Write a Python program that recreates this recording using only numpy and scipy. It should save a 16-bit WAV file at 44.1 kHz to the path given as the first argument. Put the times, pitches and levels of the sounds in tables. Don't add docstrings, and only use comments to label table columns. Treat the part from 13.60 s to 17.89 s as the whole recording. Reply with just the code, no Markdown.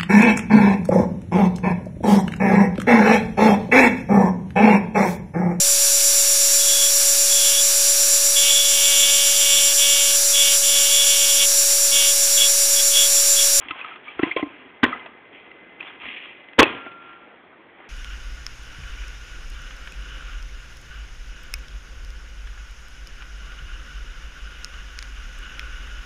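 import sys
import numpy as np
from scipy import signal
from scipy.fft import rfft, irfft
from scipy.io import wavfile
from scipy.ndimage import uniform_filter1d

SR = 44100
rng = np.random.default_rng(int(sys.argv[2]) if len(sys.argv) > 2 else 0)


def nominal_scale(level):
    x = np.asarray(level, float) / 20
    return 10 ** x


def to_wav(sig):
    pcm = np.clip(np.atleast_2d(sig), -1, 1) * 32767
    pcm = np.round(pcm).astype(np.int16)
    wavfile.write(sys.argv[1], SR, pcm.T)


N = 189189


def evened(x):
    return x / np.sqrt(np.mean(x ** 2) + 1e-20)


def read(points, hz):
    f, value = np.transpose(points)
    return np.interp(np.log(hz + 1), np.log(f + 1), value)


def curve(points):
    return np.interp(np.arange(N) / SR, *np.transpose(points))


def add(mix, s, sound):
    part = mix[round(s * SR):][:len(sound)]
    part += sound[:len(part)]


def resonate(x, hz, width):
    r = np.exp(-np.pi * width / SR)
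    pole = r * np.exp(2j * np.pi * hz / SR)
    return 2 * signal.lfilter([1 - r], [1, -pole], x).real


def body(x, modes):
    return sum((-1) ** k * nominal_scale(db) * resonate(x, hz, width) for k, (hz, width, db) in enumerate(modes))


def swell(t, t60, rise):
    late = np.maximum(t - rise, 0)
    fall = nominal_scale(-60 * late ** 2 / (late + rise) / max(t60, .005))
    return np.sin(np.pi / 2 * np.minimum(t / max(rise, 1e-4), 1)) ** 2 * fall


def grit(size, per_s, spread_db):
    chance = rng.random(size)
    weight = rng.exponential(1, size)
    sign = rng.standard_normal(size)
    return (chance < per_s / SR) * nominal_scale(spread_db * np.minimum(weight, 4)) * sign


# frequency in Hz, level in dB per Hz.
AIR_COLOUR = [(25, -45), (60, -16.5), (160, -36), (270, -4), (420, -6.5), (800, -9.5), (1250, -12.5),
              (2100, -8.5), (2900, -26.5), (3300, -20.5), (5000, -42.5)]


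def air():
    frames, hz = N // 128 + 5, np.fft.rfftfreq(512, 1 / SR)
    a, b, patches = rng.standard_normal((frames, 257, 3)).T
    patches = uniform_filter1d(patches, 4, 0)
    patches = evened(uniform_filter1d(patches, 10, 1))
    z = (a + 1j * b) * nominal_scale(read(AIR_COLOUR, hz)[:, None] + 2.0 * patches)
    hiss = signal.istft(z, nperseg=512, noverlap=384)[1][:N]
    return nominal_scale(-46) * evened(hiss)


def tone(db, hz, flutter_db):
    t = np.arange(N) / SR
    db = db + flutter_db * evened(resonate(rng.standard_normal(N), 0, 25))
    return np.sqrt(2) * nominal_scale(db) * np.sin(2 * np.pi * hz * t)


# time in seconds, level in dB.
WHINE_LEVEL = [(0, -59), (.9, -56.5), (1.5, -53.5), (2.2, -49.5), (2.6, -58), (2.95, -47.5), (3.1, -69.5),
               (4.29, -89.5)]


def whine():
    return tone(curve(WHINE_LEVEL), 2047, 1.5)


# frequency in Hz, t60 in seconds.
YARD_T60 = [(100, 0.36), (500, 0.66), (1500, 0.69), (3500, 0.46)]


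def yard(x):
    taps = np.zeros(SR)
    at = np.arange(500, SR - 20, 20)
    taps[at + rng.integers(0, 20, at.shape)] = rng.choice([-1., 1.], at.shape)
    hz, t, z = signal.stft(taps, SR, nperseg=256)
    fade = nominal_scale(-60 * t / read(YARD_T60, hz)[:, None])
    tail = signal.istft(z * fade, SR, nperseg=256)[1]
    return signal.fftconvolve(x, tail / np.linalg.norm(tail))[:N]


def strokes(table):
    t, out = np.arange(N) / SR, np.zeros((2, N))
    for s, rise, db, t60, bark_db in table:
        shape = swell(np.maximum(t - s, 0), t60, rise)
        out += (nominal_scale([[db], [db + bark_db]]) * shape) ** 2
    return out


# frequency in Hz, width in Hz, level in dB.
GRASS_MODES = [(1850, 330, -5), (2417, 360, -0.5), (2798, 200, -0.5), (3250, 276, -3)]
# frequency in Hz, width in Hz, level in dB.
BARK_MODES = [(733, 130, 0.5), (1050, 160, -1.5), (1222, 110, 0.5), (1660, 250, -1.5)]
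# start in seconds, rise in seconds, peak in dB, t60 in seconds, bark over stems in dB.
DRAG_STROKES = [(0, 0.021, -37.5, 0.33, 0), (.08, .018, -34.5, 0.18, -5), (.12, 0.047, -36.5, 0.92, -0.5),
                (.235, 0.052, -38, 0.24, -2), (.415, .07, -39, 1.1, -5), (.6, 0.029, -31, .35, 0),
                (.715, 0.011, -38.5, 0.14, -12.5), (.75, 0.047, -30.5, 0.073, -7),
                (1.7, .05, -44.5, 0.55, -15), (2.19, 0.018, -35, 0.41, -5), (2.235, 0.04, -41, 0.64, -1),
                (2.385, 0.044, -34, .5, -7), (2.43, 0.054, -31, 1.02, -18), (2.49, 0.062, -47, 1.1, -15),
                (2.6, 0.057, -38.5, 0.17, -9), (3.36, 0.074, -46, 1.42, 1.2), (4.14, 0.091, -49.5, 0.33, 3)]
# start in seconds, rise in seconds, peak in dB, t60 in seconds, bark over stems in dB.
SETTLING_STROKES = [
    (.645, 0.029, -30, 0.13, -4.5),
    (.835, 0.029, -42.5, 1.74, -3),
    (1.245, 0.032, -33, 0.63, 3.5),
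    (3.03, 0.019, -26, 0.7, -3.1),
]
# time in seconds, level in dB.
STIR_LEVEL = [(0, -54), (1.1, -65.5), (1.6, -53.5), (2.1, -51), (2.9, -56), (3.6, -54.5), (3.85, -60),
              (4.29, -56)]


def rustle():
    drag, settle = strokes(DRAG_STROKES), strokes(SETTLING_STROKES)
    stir = nominal_scale(2 * curve(STIR_LEVEL))
    clumps = nominal_scale(0.97 * evened(resonate(rng.standard_normal(N), 0, 60)))

    stems = resonate(grit(N, 7000, 2.1) * clumps, 2360, 1600)
    stems = evened(body(stems, GRASS_MODES))
    bark = resonate(grit(N, 4000, 2.2) * clumps, 1200, 900)
    bark = evened(body(bark, BARK_MODES))
    wood = resonate(grit(N, 2500, 2.2), 300, 180)
    wood = evened(resonate(wood, 380, 500))

    stem_power = drag[0] + settle[0] + stir
    bark_power = drag[1] + settle[1] + stir * nominal_scale(2 * -2.5)
    wood_power = drag[0] * nominal_scale(2 * -20.5) + settle[0] * nominal_scale(2 * -2.5) + stir * nominal_scale(2 * 1.5)
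    return stems * np.sqrt(stem_power) + bark * np.sqrt(bark_power) + wood * np.sqrt(wood_power)


def notes(table, sag, fuzz):
    out, t = np.zeros(N), np.arange(8192) / SR
    for s, db, hz, t60, rise in table:
        turns = hz * (t + sag * 0.0093 * (1 - np.exp(-t / 0.0029)))
        wobble = 1 + fuzz * evened(resonate(rng.standard_normal(len(t)), 0, 290))
        add(out, s, nominal_scale(db) * swell(t, t60, rise) * wobble * np.sin(2 * np.pi * turns))
    return out


# start in seconds, peak in dB, pitch in Hz, t60 in seconds.
TURF_THUDS = [
    (.03, -55.5, 62, .2),
    (.095, -55, 75, .12),
    (.56, -51, 66, .1),
    (2.435, -51, 64, 0.13),
    (2.99, -21.5, 69.4, .09),
    (3.49, -62, 62, .15),
]
# start in seconds, peak in dB, pitch in Hz, t60 in seconds.
LOG_THUMPS = [(.057, -33.5, 280, 0.017), (.107, -29.5, 296, 0.041), (.39, -42, 402, .059),
              (.593, -9, 330, 0.016), (.6305, -1.5, 297, 0.016), (.7635, -8, 413, 0.0037),
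              (.826, -10.5, 292.6, 0.044), (1.238, -5.5, 425, 0.012), (1.354, -33, 244, 0.031),
              (2.477, -36, 250, 0.041), (2.991, 3, 269.6, 0.02), (3.262, -27, 278, 0.014),
              (4.262, -40.5, 390, .04)]
# start in seconds, peak in dB, pitch in Hz, t60 in seconds.
LOG_ROCKS = [
    (.66, -28, 330, .08),
    (.857, -28, 291, 0.023),
    (1.261, -23.5, 251, 0.079),
    (3.045, -25, 406, 0.23),
]
# start in seconds, peak in dB, pitch in Hz, t60 in seconds.
HALF_SPRINGS = [
    (1.2323, -3.4, 255.7, 0.05),
    (3.003, 1, 413, .018),
    (3.0172, -2, 806, .022),
    (3.0185, -7.5, 462, 0.023),
    (3.0292, -5.5, 330, 0.018),
]


def thuds():
    rise_cycles = (LOG_THUMPS, 1.49), (LOG_ROCKS, 4.1), (HALF_SPRINGS, 0.78), (TURF_THUDS, 0.6)
    rows = []
    for table, cycles in rise_cycles:
        rows += [(s, db, hz, t60, cycles / hz) for s, db, hz, t60 in table]
    return notes(rows, 0.089, 0.17)


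# start in seconds, peak in dB, pitch in Hz, t60 in seconds.
BILLET_CLINKS = [(.1077, -20, 2707, 0.019), (.1082, -17.5, 1282, .038), (.1194, -30.5, 1050, 0.13),
                 (.2119, -23, 2514, 0.048), (.2448, -22.5, 1272, 0.055), (.3137, -32, 1315, 0.058),
                 (.3591, -31.5, 1250, .034), (.4688, -33.5, 1220, 0.15), (.4803, -24.5, 2310, 0.045),
                 (.5921, -19.5, 1347, 0.041), (.633, -25, 1016, .17), (.7138, -12, 2118, .031),
                 (.7204, -18.5, 2370, .03), (.7642, -16.5, 2273, 0.038), (.7657, -19, 1049, 0.15),
                 (.7711, -18.5, 3160, 0.022), (.825, -20, 2080, 0.019), (.826, -35, 1050, 0.23),
                 (1.2316, -6.5, 1926, 0.0085), (1.2411, -8, 1830, 0.0053), (1.2504, -4.5, 1840, 0.0096),
                 (1.3266, -16, 1270, 0.049), (1.3299, -21, 1994, 0.044), (1.364, -35.5, 2030, 0.138),
                 (1.395, -32, 2050, .16), (2.2074, -19, 2520, .018), (2.2737, -35, 3450, .08),
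                 (3.0355, -2.5, 2640, 0.018), (3.062, -21, 2480, .07), (3.2634, -31.5, 1400, 0.092)]


def clinks():
    rows = [(s, db, hz, t60, .0013 + 0.024 * t60) for s, db, hz, t60 in BILLET_CLINKS]
    return notes(rows, 0.0037, 0.31)


# frequency in Hz, width in Hz, level in dB.
LOG_MODES = [(330, 66, 0), (683, 146, 4.5), (1050, 59, 3.5), (1090, 37, 8), (1680, 780, -7.5),
             (2050, 110, 9), (2573, 120, 2), (2662, 150, 5.5), (3390, 66, -1)]


def cracks(table, spread_db, ring):
    out, t = np.zeros(N), np.arange(8192) / SR
    hz = np.fft.rfftfreq(len(t), 1 / SR)
    octaves = np.log2(np.clip(hz, 400, 3500) / 1800)
    band = hz ** 4 / (hz ** 4 + 230 ** 4) / (1 + (hz / 3800) ** 8)
    for s, db, t60, tilt_db in table:
        spray = grit(len(t), 12000, spread_db)
        spray[8] = 3.6
        spray *= swell(t, t60, 0.00034)
        rung = spray + ring * body(spray, LOG_MODES)
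        rung = irfft(rfft(rung) * nominal_scale(tilt_db * octaves) * band)[:6000]
        loudest = np.sqrt(uniform_filter1d(rung ** 2, size=128).max())
        add(out, s, nominal_scale(db - 6.0) * rung / loudest)
    return out


# start in seconds, peak in dB, tilt in dB per octave.
BARK_SLAPS = [(0.108, -16.5, 9.5), (0.158, -31.5, -2.5), (0.191, -24, 3.5), (0.205, -24.5, 4.5),
              (0.244, -23, 7), (0.335, -34.5, 4), (0.592, -15.5, -0.5), (0.631, -8, 1.8),
              (0.71, -18.5, 3.5), (0.763, -14.5, 15), (0.77, -12, -6.5), (0.794, -16, -6),
              (0.826, -16.5, -4.5), (1.46, -23, 1.5), (2.433, -26.5, 2.5), (2.454, -24, 3),
              (2.4985, -29.5, 7.5), (3.221, -33, -13.5), (3.263, -22.5, -2), (3.315, -34, 17),
              (4.201, -32.5, -4)]
# start in seconds, peak in dB.
TWIG_SNAPS = [(0.0847, -18.5), (0.2624, -32), (0.2968, -34), (0.3582, -29), (1.9142, -28.5), (2.2274, -26),
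              (2.4846, -23.5), (2.5636, -32.5), (2.8858, -30), (2.933, -28.5), (3.106, -24.5),
              (3.176, -35.5)]


def slaps_and_snaps():
    slaps = [(s, db, .038, tilt_db) for s, db, tilt_db in BARK_SLAPS]
    snaps = [(s, db, .013, 7) for s, db in TWIG_SNAPS]
    return cracks(slaps + snaps, 1.4, 4.5)


# start in seconds, length in seconds, level in dB.
STEEL_RINGS = [
    (3.155, 0.27, -38.5),
    (3.451, 0.12, -42.5),
    (3.629, 0.02, -45.5),
    (3.706, 0.032, -52),
]


def steel():
    t = np.arange(N) / SR
    sag_db_per_s, edge_db_per_s = 11.5, 500
    levels = []
    for s, length, top_db in STEEL_RINGS:
        outside = np.maximum(s - t, t - s - length).clip(0)
        levels.append(top_db - sag_db_per_s * (t - s).clip(0) - edge_db_per_s * outside)
    return tone(np.max(levels, axis=0), 1376, 0.54)


# start in seconds, peak in dB, t60 in seconds.
BLADE_BLOWS = [(1.229, -18.5, .12), (1.2455, -15.5, .05), (1.2505, -13, .015), (1.262, -10.5, .04),
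               (1.278, -20, .08), (2.9825, -6.5, .2), (2.988, 2.3, .05), (3.009, -12, .08),
               (3.036, -7, .04), (3.043, -18, .08), (3.055, -10, .04)]
# start in seconds, gap in seconds, peak in dB, t60 in seconds, tilt in dB per octave.
FIBRE_TEARS = [
    (1.2324, .0026, -.6, .011, -1.2),
    (2.9915, .0038, 6.5, .024, -.4),
    (3.0176, .0056, .8, .013, -2.2),
    (3.0297, .006, 4.8, .012, -1.5),
]
FIBRE_COUNTS = [5, 4, 2, 1]


def axe():
    rows = [(s, db, t60, -2.6) for s, db, t60 in BLADE_BLOWS]
    for (s, gap, db, t60, tilt_db), count in zip(FIBRE_TEARS, FIBRE_COUNTS):
        rows += [(s + k * gap, db, t60, tilt_db) for k in range(count)]
    return cracks(rows, 1.1, 1.0)


def scene():
    far = air() + whine()
    hits = thuds() + clinks() + slaps_and_snaps() + axe()
    return (far + nominal_scale(-26.0) * yard(hits) + rustle() + hits + steel())[None]


def roll_off(x):
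    return signal.sosfilt(signal.butter(12, 16160, fs=SR, output="sos"), x)


# frequency in Hz, gain in dB.
BAND_RESPONSE = [(20, -11.5), (100, -0.5), (200, -5), (3300, -5), (3650, -9), (4150, -14.5), (4500, -28),
                 (4900, -85.5)]


def record(dry):
    hz = np.fft.rfftfreq(4096, 1 / SR)
    log_gain = np.log(nominal_scale(read(BAND_RESPONSE, hz)))
    circle = np.r_[log_gain, log_gain[-2:0:-1]]
    taps = np.fft.ifft(np.exp(np.conj(signal.hilbert(circle)))).real[:2048]
    narrow = signal.oaconvolve(dry, taps[None], axes=1)[:, 20:N + 20]
    clipped = np.clip(narrow, -.715, .715)
    edge = signal.firwin(255, 16000, fs=SR)
    return roll_off(signal.oaconvolve(clipped, edge[None], "same", axes=1))


dry = scene()
out = record(dry)
to_wav(out)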